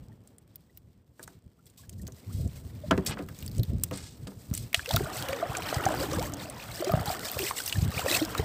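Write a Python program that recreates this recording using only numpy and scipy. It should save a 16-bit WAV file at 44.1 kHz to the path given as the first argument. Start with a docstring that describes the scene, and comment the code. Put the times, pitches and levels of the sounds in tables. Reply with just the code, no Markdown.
"""A small wooden outrigger boat on a calm sea, heard by a small microphone worn on the body.
Throughout, air buffets the microphone port (low noise and short hums) over a dull rush of calm water.
First fingers handle line and foam floats (noise bursts, gritty drags); a float is thrown, a paddle is
lifted and knocks the planks (ringing modes). Then the paddle stirs the water, which gurgles and fizzes
along the hull (bubbles as dying sines, clumped hiss)."""
import sys
import numpy as np
from scipy import signal
from scipy.fft import rfft, irfft, next_fast_len
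from scipy.io import wavfile

SR = 44100
rng = np.random.default_rng(int(sys.argv[2]) if len(sys.argv) > 2 else 0)


def makeup_ratio(level_db):
    """Linear amplitude ratio for a level in decibels (20 dB per factor of ten)."""
    decades = np.asarray(level_db, float) / 20
    return 10 ** decades


def store_wav(level_fs):
    """Save 16-bit WAV to argv[1]."""
    pcm = np.round(np.clip(np.atleast_2d(level_fs), -1, 1) * 32767)
    wavfile.write(sys.argv[1], SR, pcm.T.astype(np.int16))


N = 372204   # length in samples


def rms_one(x):
    """Scale to unit rms."""
    return x / np.sqrt(np.mean(x ** 2) + 1e-20)


def bandpass(x, low_hz, high_hz, order):
    """Keep only the sound between two frequencies."""
    return signal.sosfilt(signal.butter(order, [low_hz, high_hz], "band", fs=SR, output="sos"), x)


def colour(x, spectrum):
    """Filter by a curve of (f/Hz, level/dB), then scale to rms 1."""
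    size = next_fast_len(N)
    hz, db = np.transpose(spectrum)
    log_hz = np.log(np.arange(size // 2 + 1) * SR / size + 1)
    gain = makeup_ratio(np.interp(log_hz, np.log(hz), db))
    return rms_one(irfft(rfft(x, size) * gain, size)[:N])


def drift(rate):
    """Slow chance: random values joined by straight lines, rate per second."""
    return np.interp(np.arange(N) * rate / SR, np.arange(4000), rng.standard_normal(4000))


def along(curve):
    """Join the points of a (t/s, level/dB) curve by straight lines, one value per sample."""
    s, db = np.transpose(curve)
    return np.interp(np.arange(N) / SR, s, db)


def chirps(s, db, hz, cycles, rise, size, damping_db=30, swell=0.11):
    """Damped sines that swell at first; a rise glides them up as a bubble nears the surface."""
    turns = np.arange(size) / SR * hz[:, None]
    life = turns / cycles[:, None]   # 1 once the given cycles at the starting pitch have passed
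    phase = 2 * np.pi * turns * (1 + 0.595 * rise[:, None] * np.minimum(life, 1))
    fade = makeup_ratio(db[:, None] - damping_db * life - 60 * life ** 3)
    waves = fade * (1 - np.exp(-life / swell)) * np.sin(phase)
    at = (s * SR).astype(int)[:, None] + np.arange(size)
    return np.bincount(at.ravel(), waves.ravel(), N + size + 1)[:N]


def swarm(count, low_hz, high_hz, cycles, spread_db, glide, size):
    """A dense random swarm of bubbles, evenly spread in log pitch; rms 1."""
    when, pitch, ring, rise, big = rng.random((count, 5)).T
    db = spread_db * np.minimum(-np.log(big + 1e-9), 4)   # a few are much louder than the rest
    hz = low_hz * (high_hz / low_hz) ** pitch
    return rms_one(chirps(when * N / SR, db, hz, cycles * (0.5 + ring), glide * rise ** 2, size))


# Air on the microphone port, under the puffs: t/s, level/dB
BREEZE_LEVEL = [(0.0, -43.5), (0.33, -56.5), (1.64, -60), (2.07, -39.5), (2.16, -57), (2.35, -33.5),
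                (2.8, -42), (2.98, -27.5), (3.08, -43.5), (3.62, -34), (4.44, -43.5), (4.54, -35.5),
                (4.91, -51), (4.94, -19.5), (5.08, -48.5), (6.09, -36), (6.84, -50), (6.93, -32),
                (7.17, -45), (7.69, -50.5), (7.78, -20.5), (8.11, -45.5), (8.44, -32)]
# Tone of the turbulent air: f/Hz, relative level per Hz/dB
AIR_SPECTRUM = [(15, -45), (25, -9), (59, 2), (107, 3), (194, -7), (330, -18.5), (480, -27), (700, -32.5),
                (910, -100), (1540, -120)]
# Single puffs of air on the port: t/s, level/dB (before swell and fade), f/Hz
AIR_PUFFS = [(2.343, -15, 73.5), (2.449, -21, 96), (2.883, -21, 120), (2.93, -16, 142), (2.984, -14.5, 140),
             (3.427, -20.5, 69), (3.581, -12.5, 87), (4.513, -12.5, 153), (4.773, -21, 80.6),
             (4.936, -15, 131), (5.496, -15.5, 87), (5.766, -12.5, 114), (5.859, -15, 116),
             (6.104, -21, 130), (6.17, -17, 141), (6.938, -8, 114), (6.97, -15, 140), (7.079, -18, 115),
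             (7.361, -19.5, 97), (7.779, -6.5, 93.5), (7.825, -8, 129), (8.042, -23, 79.5),
             (8.394, -15, 110)]


def buffeting():
    """Lumpy low turbulence on the port, with single stronger puffs that stir it up for a moment."""
    puff_cycles, wake_db, wake_t60_s = 2.94, -21.5, 0.18   # wake level is relative to its puff
    lumps = colour(rng.standard_normal(N) * makeup_ratio(5.64 * drift(30)), AIR_SPECTRUM)
    s, db, hz = np.transpose(AIR_PUFFS)
    kicks = np.bincount((s * SR).astype(int), makeup_ratio(db + wake_db), N) + 1e-18
    wake = signal.lfilter([1], [1, -makeup_ratio(-60 / (wake_t60_s * SR))], kicks)
    puffs = chirps(s, db, hz, puff_cycles + 0 * s, 0 * s, size=5000)
    return (makeup_ratio(along(BREEZE_LEVEL)) + wake) * lumps + puffs


# Level of the water along the hull: t/s, level/dB (rms once stirred; calm water adds 2.5 dB)
WATER_LEVEL = [(0.0, -59.5), (0.91, -70), (1.79, -66.5), (2.21, -58), (2.89, -56), (3.08, -38), (3.29, -56),
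               (4.77, -57.5), (5.05, -40), (5.59, -38.5), (5.78, -34), (6.04, -38), (6.28, -44.5),
               (6.72, -47), (7.03, -39.5), (7.71, -50.5), (8.1, -38.5), (8.28, -42.5), (8.44, -40.5)]
# Tone of the calm water: f/Hz, relative level per Hz/dB
CALM_SPECTRUM = [(140, 1.5), (230, 3.5), (328, -3.5), (482, -6), (860, -16), (2600, -29), (3380, -26.5),
                 (5720, -120)]
# Filter on the stirred water: f/Hz, gain/dB
STIRRED_FILTER = [(140, -5), (230, -1), (371, -6.5), (431, -2.5), (754, 3.5), (878, -0.5), (1440, 4),
                  (2600, -8), (3380, 9.5), (5720, -120)]


def wash(stirred):
    """Water on the hull: a dull smooth rush at rest, a surging swarm of gurgles once the paddle stirs."""
    gurgle = swarm(count=5500, low_hz=262.8, high_hz=2600, cycles=21.7, spread_db=3.0, glide=0.39,
                   size=1400)
    rush = rng.standard_normal(N) * makeup_ratio(3.5 * drift(30))
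    rush = colour(rush, [(200, 12), (3000, 0.5), (5000, -41)])
    churned = colour(makeup_ratio(1.2 * drift(8.3)) * gurgle + 0.59 * rush, STIRRED_FILTER)
    calm = makeup_ratio(2.5) * colour(rng.standard_normal(N) * makeup_ratio(1.2 * drift(55)), CALM_SPECTRUM)
    return makeup_ratio(along(WATER_LEVEL)) * (stirred * churned + (1 - stirred) * calm)


# Level of rustle and fizz in the treble: t/s, level/dB (rms)
TREBLE_LEVEL = [(0.0, -69), (1.06, -76), (1.29, -63), (1.4, -71.5), (1.62, -74), (2.04, -61.5),
                (3.52, -54.5), (3.67, -52.5), (3.95, -62.5), (4.32, -58.5), (4.77, -56.5), (4.91, -37.5),
                (5.03, -44), (5.5, -44.5), (5.78, -41), (6.06, -38), (6.58, -49.5), (6.82, -48.5),
                (7.38, -37), (7.58, -42.5), (7.68, -40.5), (7.78, -44.5), (8.11, -36), (8.27, -43),
                (8.44, -43)]
# Filter on the rustle and fizz, also used for the scrapes: f/Hz, gain/dB
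TREBLE_FILTER = [(940, -6), (1600, -8), (2940, -9), (3900, -6.5), (5040, -6), (6660, -10), (8150, -3.5),
                 (9980, -15), (14000, -7.5), (15200, -7), (16000, -47)]


def fizz(stirred):
    """Cloth, foam and tiny bubbles: clumped hiss, sparse crackle, and grains that grow in stirred water."""
    grains = swarm(count=6000, low_hz=1699, high_hz=15580, cycles=37.0, spread_db=3.5, glide=0.57,
                   size=300)
    snaps = (rng.random(N) < 45 / SR) * makeup_ratio(2.0 * np.minimum(rng.exponential(1, N), 3))   # 45 a second
    snap_fade = signal.lfilter([1], [1, -makeup_ratio(-60 / (0.0066 * SR))], snaps + 1e-18)   # 6.6 ms to -60 dB
    crackle = rms_one(snap_fade * rng.standard_normal(N))
    clumps = makeup_ratio(2.1 * drift(150) + 4.05 * drift(26))
    hiss = clumps * ((0.17 + 0.38 * stirred) * grains + 0.69 * rng.standard_normal(N))
    body = signal.sosfilt(signal.butter(2, 6000, fs=SR, output="sos"), hiss)
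    # body and top surge apart
    shifting = makeup_ratio(2.3 * drift(8)) * body + makeup_ratio(2.5 * drift(8)) * (hiss - body)
    return makeup_ratio(along(TREBLE_LEVEL)) * colour(shifting + 0.4 * crackle, TREBLE_FILTER)


# Drags of foam and wood, the spray of the thrown float, a low slosh after the stroke:
# t/s, length/s, level/dB (before rise and fade), low f/Hz, high f/Hz
DRAGS = [(1.227, 0.021, -46, 3560, 15000), (1.664, 0.019, -55.5, 2600, 15000),
         (1.771, 0.06, -53, 3000, 14900), (1.978, 0.046, -60, 5000, 14000),
         (2.015, 0.019, -52, 5500, 14000), (2.314, 0.16, -51.5, 2520, 15000),
         (3.059, 0.057, -31.5, 2440, 11100), (3.081, 0.065, -35.5, 685, 3640),
         (3.915, 0.18, -45.5, 800, 9400), (4.024, 0.16, -55.5, 2470, 8500), (4.27, 0.017, -47, 1000, 11300),
         (4.528, 0.12, -43.5, 2640, 14100), (4.739, 0.097, -42, 1500, 12000), (5.79, 0.7, -37.5, 180, 320)]


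def scrapes():
    """Drags, spray and slosh: dense uneven grit that sets in quickly and fades."""
    t = np.arange(N) / SR
    unevenness = makeup_ratio(2.5 * drift(400) + 1.5 * drift(70))
    grit = colour(rng.standard_normal(N) * unevenness, TREBLE_FILTER)
    grit = grit + 0.45 * np.roll(grit, round(0.0024 * SR))   # a close reflection rakes the grit into bands
    out = np.zeros(N)
    for s, length, db, low_hz, high_hz in DRAGS:
        span = slice(round(s * SR), round((s + length) * SR))
        done = np.clip((t[span] - s) / length, 0, 1)
        stroke = np.minimum(done / 0.13, 1) * (1 - done) ** 0.52
        out[span] += makeup_ratio(db) * stroke * rms_one(bandpass(grit[span], low_hz, high_hz, order=2))
    return out


# Ticks of line, foam and droplets: t/s, peak level/dB, f/Hz, top sizzle level/dB (relative to resonance)
SMALL_TICKS = [(0.2736, -44, 8370, -12), (0.3827, -39.5, 8800, -18), (0.557, -30, 14700, -39),
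               (0.773, -35, 14200, -37), (1.193, -47, 7900, -14), (1.2286, -31.5, 9050, -14),
               (1.276, -39.5, 7300, -19), (1.6566, -48, 8160, -12), (1.699, -48, 8200, -12),
               (1.894, -33.5, 7500, -7), (1.928, -48, 6500, -10), (2.068, -36, 4970, -12),
               (2.121, -40, 6200, -12), (2.0764, -32.5, 6900, -3), (2.3276, -43, 7900, -12),
               (2.4754, -39, 7350, -12), (2.91, -17.5, 2990, -24), (2.977, -28, 2260, -15),
               (3.049, -39, 14100, -14), (3.0624, -20, 8300, -12), (3.189, -35.5, 2500, -21),
               (3.287, -36.5, 2060, -7), (3.388, -35, 6500, -5), (3.4252, -32.5, 3150, -1),
               (3.462, -30.5, 8360, -12), (3.478, -32, 4900, -2), (3.514, -40, 4500, -2),
               (3.566, -41, 7000, -10), (3.595, -35, 4000, -6), (3.5497, -43, 4740, -12),
               (3.5805, -32, 7700, -14), (3.6323, -24.5, 4030, 2.5), (3.8356, -12, 7900, -3.5),
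               (3.911, -31.5, 2800, -7), (3.9589, -34, 7990, -10), (3.9734, -29.5, 8300, -10),
               (4.271, -35, 3950, -19), (4.5381, -22, 6980, -2), (4.5496, -20.5, 8300, -12),
               (4.576, -21.5, 8500, -14), (4.7293, -23.5, 2200, -4), (4.7442, -8, 2860, -24),
               (4.8586, -23, 2490, -17), (4.89, -23.5, 4130, -9), (4.9095, -18.5, 3850, -11),
               (4.9377, -20, 4450, -8), (4.9615, -11.5, 3660, -3.5), (5.168, -26.5, 7950, -15),
               (5.224, -22, 3660, -10), (5.2854, -24.5, 2900, -7), (5.33, -22, 2250, -23),
               (5.5505, -23, 2300, -16), (5.5688, -20.5, 7500, -26), (5.621, -25, 2640, -16),
               (5.7003, -28, 2680, -23), (5.743, -23, 5150, -20), (5.854, -21, 6200, -12),
               (6.132, -25, 5600, -16), (6.194, -28, 4870, -12), (6.336, -27.5, 6650, -17),
               (6.4985, -25.5, 8950, -21), (6.758, -28, 5050, -5), (6.8447, -23.5, 5270, -12),
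               (6.9183, -23.5, 4700, 4), (7.057, -25, 4820, 4), (7.205, -33, 3980, -12),
               (7.315, -23, 13200, -17), (7.39, -18.5, 2530, -5), (7.66, -21, 8540, -14),
               (7.677, -19, 5000, 3), (7.685, -22, 8850, 1), (7.696, -23, 3370, -8),
               (7.7252, -16.5, 2980, -24), (7.993, -23, 2930, -20), (8.1, -23, 3390, -18),
               (8.113, -14.5, 4200, -19), (8.2492, -22.5, 5160, -7), (8.3782, -24.5, 7200, -8)]


def ticks():
    """Each tick is a dying burst of noise: a resonance at its own pitch, a broad crack and a top sizzle."""
    t60_s, attack_s = 0.015, 0.00073
    out = np.zeros(N + 4000)
    t = np.arange(4000) / SR
    envelope = makeup_ratio(-60 * t / t60_s) * (1 - np.exp(-t / attack_s))
    for s, db, hz, top_db in SMALL_TICKS:
        noise = rng.standard_normal(4000)
        resonance = rms_one(bandpass(noise, hz / 1.103, min(hz * 1.086, 15500), order=1))
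        crack = 0.31 * bandpass(noise, 1800, 9000, order=2)
        sizzle = makeup_ratio(top_db) * rms_one(bandpass(noise, 11000, 15300, order=3))
        burst = (resonance + crack + sizzle) * envelope
        at = round(s * SR)
        out[at:at + 4000] += makeup_ratio(db) * burst / np.abs(burst).max()
    return out[:N]


# Blows on the planks: t/s, strength level/dB, contact f/Hz, rattle t60/s (at least 0.01 is used)
PLANK_BLOWS = [(1.195, -40, 1520, 0.03), (1.278, -40, 1500, 0.017), (1.199, -54.5, 450, 0.33),
               (1.287, -55.5, 400, 0.2), (2.082, -42, 450, 0.05), (2.909, -17.5, 786, 0.11),
               (2.976, -24.5, 414, 0.081), (3.171, -36.5, 895, 0.064), (3.188, -32.5, 555, 0.14),
               (3.285, -45.5, 1190, 0.099), (3.91, -35, 475, 0.19), (4.269, -39, 383, 0.12),
               (4.319, -43.5, 483, 0.031), (4.53, -41, 900, 0.015)]
# Ringing modes of the planks: f/Hz, relative level/dB, t60/s
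PLANK_MODES = [(189, 9, 0.17), (283, 5.5, 0.084), (382, 5, 0.15), (509, -1, 0.12), (658, 1, 0.049),
               (880, 7, 0.0076), (1120, 17, 0.0031), (1326, 1.5, 0.023), (1600, 11, 0.01),
               (2990, -25, 0.011)]


def knocks():
    """Each blow is a rattle of contacts that rings the plank modes, most those near its contact pitch."""
    contact_loss_db = 28.5   # one grain of a rattle is this much weaker than the blow
    s, db, contact_hz, rattle_s = np.transpose(PLANK_BLOWS)
    grain = np.arange(4000)
    fade = makeup_ratio(-60 * grain / SR / np.maximum(rattle_s, 0.01)[:, None])
    first = 1.56 * (grain == 0)   # the first contact gets an extra push
    at = np.round(s * SR).astype(int)[:, None] + grain
    out = np.zeros(N)
    for hz, mode_db, t60 in PLANK_MODES:
        force = np.full(N + 4000, 1e-18)
        octaves_off = np.log2(hz / contact_hz)
        gains = makeup_ratio(db + mode_db - contact_loss_db - 3.46 * octaves_off ** 2)[:, None] * fade
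        np.add.at(force, at, gains * (rng.standard_normal(fade.shape) + first))
        r, w = makeup_ratio(-60 / (t60 * SR)), 2 * np.pi * hz / SR   # decay and turn per sample
        out += signal.lfilter([0, np.sin(w)], [1, -2 * r * np.cos(w), r * r], force[:N])
    return out


# Large bubbles: t/s, level/dB (before swell and fade), f/Hz at the start, cycles of ring
LARGE_BUBBLES = [(4.742, -27.5, 654, 32), (4.794, -19.5, 1600, 12.6), (4.907, -19.5, 810, 12),
                 (4.943, -20.5, 656, 38), (4.968, -15.5, 1320, 15), (5.006, -18.5, 376, 13),
                 (5.067, -28.5, 650, 33), (5.29, -25.5, 520, 50), (5.327, -23, 530, 40),
                 (5.426, -16, 659, 37), (5.549, -26.5, 1510, 35), (5.727, -13.5, 620, 5.1),
                 (5.864, -11.5, 736, 21.6), (5.906, -21, 637, 18), (5.941, -18, 750, 9),
                 (6.012, -25.5, 513, 33), (6.035, -23, 374, 16), (6.185, -22, 492, 25),
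                 (6.215, -27, 779, 47), (6.801, -25.5, 346, 31), (6.823, -19, 600, 12.5),
                 (6.87, -20, 367, 36), (6.894, -17, 657, 34), (6.918, -25, 1200, 40),
                 (6.937, -13, 615, 9.7), (6.953, -21, 670, 16), (6.975, -20, 700, 12),
                 (7.015, -29, 805, 28), (7.073, -26, 810, 68), (7.101, -18, 684, 16), (7.128, -27, 720, 15),
                 (7.369, -23.5, 540, 9.1), (7.396, -24.5, 382, 61), (7.43, -23.5, 356, 18),
                 (7.51, -16.5, 1040, 11), (7.602, -25.5, 1470, 23), (7.755, -30.5, 1700, 46),
                 (7.992, -21.5, 725, 12.5), (8.044, -28, 482, 19), (8.06, -16.5, 525, 21),
                 (8.104, -28, 335, 33), (8.12, -25, 567, 18), (8.152, -32, 690, 47),
                 (8.215, -17, 304, 19.3), (8.351, -16.5, 1230, 10), (8.395, -17, 402, 10.4)]
# Drips and sweeping gurgles: t/s, level/dB (before swell and fade), f/Hz at the start, cycles of ring,
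# amount of pitch rise (0 = steady)
SWEEPING_GURGLES = [(.095, -52, 830, 25, 0.11), (.12, -54, 1820, 24, .05), (.695, -58, 1940, 40, 0.041),
                    (2.24, -54, 2000, 35, 0.43), (2.575, -53, 2100, 43, .05), (1.59, -56, 1250, 32, 0.27),
                    (1.792, -53, 1070, 30, 0.039), (1.997, -50, 1840, 27, 0.043),
                    (1.835, -51.5, 1620, 32, .1), (2.296, -49, 1003, 50, 0.9),
                    (2.836, -29.5, 588, 22, 0.064), (4.875, -27, 442, 55, 1.15), (6.01, -27, 444, 26, 1),
                    (6.12, -22, 467, 25, 0.57), (6.205, -23, 599, 42, 1.24), (6.835, -24, 463, 44, 0.73)]


def bubbles():
    """Large bubbles open with a short higher plip and rise a little; gurgles sweep up as a cavity closes."""
    s, db, hz, cycles = np.transpose(LARGE_BUBBLES)
    plips = chirps(s, db - 2, 1.91 * hz, 6.5 + 0 * s, 0 * s, size=1500)
    rings = chirps(s, db, hz, cycles, 0.15 + 0 * s, size=4000, swell=0.041)
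    gurgles = chirps(*np.transpose(SWEEPING_GURGLES), size=5000, damping_db=23)
    return plips + rings + gurgles


def scene():
    """All sources at one microphone, with a dull echo off the hull."""
    paddle_in_s = 4.72
    stirred = np.clip((np.arange(N) / SR - paddle_in_s) / 0.06, 0, 1)   # 0 calm, 1 stirred
    background = buffeting() + wash(stirred) + fizz(stirred)
    hits = scrapes() + ticks() + knocks() + bubbles()
    dulled = signal.lfilter([0.4], [1, -0.6], hits)
    echo = np.pad(dulled, (round(0.0065 * SR), 0))[:N]   # 6.5 ms late
    return (background + hits + makeup_ratio(-11.0) * echo)[None]


def band_limit(x):
    """A steep low-pass at the top of the band."""
    return signal.sosfilt(signal.butter(12, 16820, fs=SR, output="sos"), x)


def record(dry):
    """The microphone drops the lowest bass and the very top."""
    cut = signal.sosfilt(signal.butter(2, 62, "high", fs=SR, output="sos"), dry)
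    cut = signal.sosfilt(signal.cheby2(10, 30, 16000, fs=SR, output="sos"), cut)
    return band_limit(cut)


dry = scene()
out = record(dry)
store_wav(out)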